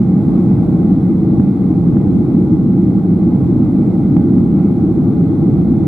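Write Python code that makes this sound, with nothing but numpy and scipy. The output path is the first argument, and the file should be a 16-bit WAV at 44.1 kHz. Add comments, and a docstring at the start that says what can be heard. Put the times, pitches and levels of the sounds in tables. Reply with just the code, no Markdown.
"""A window seat in a jet airliner during climb, heard in stereo for 5.9 s.
Eases in within 2 ms to engine boom with a drone inside it, rushing air and vent hiss, all shaped noise.
Rush and hiss swell together near 0.4 s. From 0.9 to 4.4 s seven brief cosine crests replace the boom,
tallest at 4.2 s; the strongest overload and flatten. The air is faintest near 2.9 s."""
import sys
import numpy as np
from scipy import signal
from scipy.fft import next_fast_len
from scipy.io import wavfile
from scipy.ndimage import uniform_filter1d, minimum_filter1d

SR = 44100
rng = np.random.default_rng(int(sys.argv[2]) if len(sys.argv) > 2 else 0)


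def output_pcm(signal):
    """Save a mono or channel-first signal as 16-bit PCM at the path in sys.argv[1].

    Samples are clipped to [-1, 1] before scaling.
    """
    pcm = np.clip(np.atleast_2d(signal).T, -1, 1) * 32767
    wavfile.write(sys.argv[1], SR, np.round(pcm).astype(np.int16))


N = 258867  # samples

# Engine roar through the fuselage, relative density: freq_hz, level_db
BOOM_SPECTRUM = [(16, -46), (28, -26), (45, -16.5), (70, -11.5), (105, -1.5), (150, 0.5), (200, 1.5),
                 (240, 0.5), (335, -0.5), (380, -13.5), (455, -16), (520, -29.5), (680, -53.5)]
# Airflow through wall panel and window, relative density: freq_hz, level_db
RUSH_SPECTRUM = [(310, -25), (520, -1.5), (689, -5.5), (755, -3), (805, 0), (845, -4.5), (894, -12.5),
                 (933, -14.5), (1100, -14), (1310, -16.5), (1530, -22.5), (1750, -34), (2000, -25.5),
                 (2110, -26), (2800, -37), (3640, -66.5), (6160, -120)]
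# Vent air, relative density: freq_hz, level_db
HISS_SPECTRUM = [(2300, -24), (2800, -8.5), (3000, -8.5), (3370, 0.5), (3600, -4), (3860, 0.5),
                 (4100, -3.5), (5300, -9.5), (5800, -13.5), (7250, -8.5), (7700, -9.5), (10700, -9),
                 (12500, -13.5), (15600, -25.5)]
# Left-right likeness of the noise: freq_hz, likeness (1 = identical)
PORT_LIKENESS = [(40, 1), (290, 0.95), (850, 0.84), (1750, 0.57), (2050, .8), (2900, .2), (3400, 0.68),
                 (6500, .16), (14500, .15)]
# Phase by which left leads right: freq_hz, lead_rad
PORT_LEAD = [(30, 0), (2050, 0), (2900, 1), (3400, -0.9), (7000, 1), (8200, 4), (10800, 2.5), (12000, -0.2)]
# Left-right level balance: freq_hz, left_minus_right_db
PORT_BALANCE = [(60, 0.5), (210, -1), (350, 1.5), (770, -3), (1170, -1), (1900, -4), (4190, 0),
                (15000, -0.5)]
# Slow swell of the airflow: time_s, level_db
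AIR_SWELL = [(0, -1), (.4, 1.5), (.9, 0.5), (1.15, -.5), (2.298, -0.3), (2.9, -1.5), (3.5, 0.15),
             (5.1, -.3), (5.87, 0)]
# Tall crests of the boom: centre_s, direction (+1 or -1), peak_db, left_minus_right_db
BOOM_CRESTS = [(.92, 1, .3, -1), (1.3993, 1, 1.5, -.9), (1.97, -1, .9, -.5), (2.3493, 1, .3, -1.1),
               (3.624, 1, -.3, -1), (4.1677, -1, 2.4, -.8), (4.383, -1, .2, 1.2)]

FRAME_SAMPLES, HOP_SAMPLES = 4096, 1024
BOOM_DB, BOOM_CEILING_DB = -12, -0.6  # mid rms before levelling; envelope ceiling before crests
DRONE_HZ, DRONE_WIDTH_HZ, DRONE_DB = 184.5, 20, -17  # mid rms before levelling
CREST_HZ, CREST_SPREAD_S = 225, 0.0033
RUSH_DB, HISS_DB, HISS_SWELL_SHARE = -36, -62.5, 0.9  # levels before the swell is added
LOW_CUT_HZ, EDGE_HZ, OPENING_S = 34, 15720, 0.0019


def gain_of(db):
    """Decibels to amplitude."""
    return 10 ** (np.asarray(db) / 20)


def evened(x):
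    """Scales to unit rms."""
    return x / np.sqrt(np.mean(abs(x) ** 2) + 1e-20)


def read(points, hz):
    """Reads a table on a log-frequency axis."""
    point_hz, value = np.transpose(points)
    return np.interp(np.log(hz + 1), np.log(point_hz + 1), value)


def air_noise(shape, patchy_db):
    """Stereo noise of unit mid rms: shaped spectrum, partly shared ports, drifting level patches."""
    frames, hz = N // HOP_SAMPLES + 6, np.fft.rfftfreq(FRAME_SAMPLES, 1 / SR)
    a, b, c, d, patches = rng.standard_normal((frames, len(hz), 5)).T
    patches = uniform_filter1d(patches, size=40, axis=0)  # across bins
    patches = evened(uniform_filter1d(patches, size=4, axis=1))  # across frames

    likeness = np.clip(read(PORT_LIKENESS, hz), -1, 1)[:, None]
    left, other = a + 1j * b, c + 1j * d
    right = likeness * left + np.sqrt(1 - likeness ** 2) * other
    right = right * np.exp(-1j * read(PORT_LEAD, hz))[:, None]
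    balance = gain_of(read(PORT_BALANCE, hz) / 2)[:, None]

    bins = np.array([left * balance, right / balance])
    bins = bins * shape(hz)[:, None] * gain_of(patchy_db * patches)
    x = signal.istft(bins, nperseg=FRAME_SAMPLES, noverlap=FRAME_SAMPLES - HOP_SAMPLES)[1]
    x = x[:, FRAME_SAMPLES:FRAME_SAMPLES + N]
    return x / np.sqrt(np.mean(x.mean(0) ** 2))


def band(spectrum, level_db, patchy_db):
    """Noise shaped by a spectrum table, silent outside its end frequencies."""
    low_hz, high_hz = spectrum[0][0], spectrum[-1][0]

    def shape(hz):
        return gain_of(read(spectrum, hz)) * (hz > low_hz) * (hz < high_hz)

    return gain_of(level_db) * air_noise(shape, patchy_db)


def engine_boom():
    """Low broadband engine roar as filtered by the fuselage."""
    return band(BOOM_SPECTRUM, BOOM_DB, 0.8)


def cabin_drone():
    """A cabin mode humming within the boom: noise in one narrow resonance."""
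    def shape(hz):
        return 1 / (1 + (2 * (hz - DRONE_HZ) / DRONE_WIDTH_HZ) ** 2)

    return gain_of(DRONE_DB) * air_noise(shape, 0)


def levelled(boom):
    """Eases swells that would pass the ceiling down to it, smoothly over a few cycles."""
    envelope = abs(signal.hilbert(boom, next_fast_len(N))[:, :N]).max(0)
    gain = np.minimum(gain_of(BOOM_CEILING_DB) / envelope, 1)
    gain = minimum_filter1d(gain, size=600)
    gain = uniform_filter1d(uniform_filter1d(gain, size=300), size=300)
    return boom * gain


def skin_rush(swell_db):
    """Turbulent air along skin and window: mid-band noise following the swell."""
    return band(RUSH_SPECTRUM, RUSH_DB + swell_db, 0.89)


def vent_hiss(swell_db):
    """Air from the vents: treble noise following part of the swell."""
    return band(HISS_SPECTRUM, HISS_DB + HISS_SWELL_SHARE * swell_db, 0.6)


def crested(boom):
    """At each crest the boom gives way to a tall half-wave with a cycle either side."""
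    t = np.arange(N) / SR
    for centre_s, direction, peak_db, balance_db in BOOM_CRESTS:
        window = np.exp(-((t - centre_s) / CREST_SPREAD_S) ** 2)
        side_gains = gain_of(peak_db + balance_db * np.array([[0.5], [-0.5]]))
        wave = direction * side_gains * np.cos(2 * np.pi * CREST_HZ * (t - centre_s))
        boom = (1 - window) ** 2 * boom + window * wave
    return boom


def scene():
    """Levelled, crested boom and drone, with rush and hiss that swell together."""
    swell_db = np.interp(np.arange(N) / SR, *np.transpose(AIR_SWELL))
    boom = crested(levelled(engine_boom() + cabin_drone()))
    return boom + skin_rush(swell_db) + vent_hiss(swell_db)


def record(dry):
    """Deep bass is dropped; the start is eased in; peaks clip at full scale; top treble is cut."""
    low_cut = signal.butter(3, LOW_CUT_HZ, "high", fs=SR, output="sos")
    thinned = signal.sosfilt(low_cut, dry)
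    opening = np.sin(np.pi / 2 * np.minimum(np.arange(N) / SR / OPENING_S, 1)) ** 2
    clipped = np.clip(thinned * opening, -1, 1)
    treble_cut = signal.firwin(1023, EDGE_HZ, window=("kaiser", 9), fs=SR)
    return signal.oaconvolve(clipped, treble_cut[None], "same")


dry = scene()
out = record(dry)
output_pcm(out)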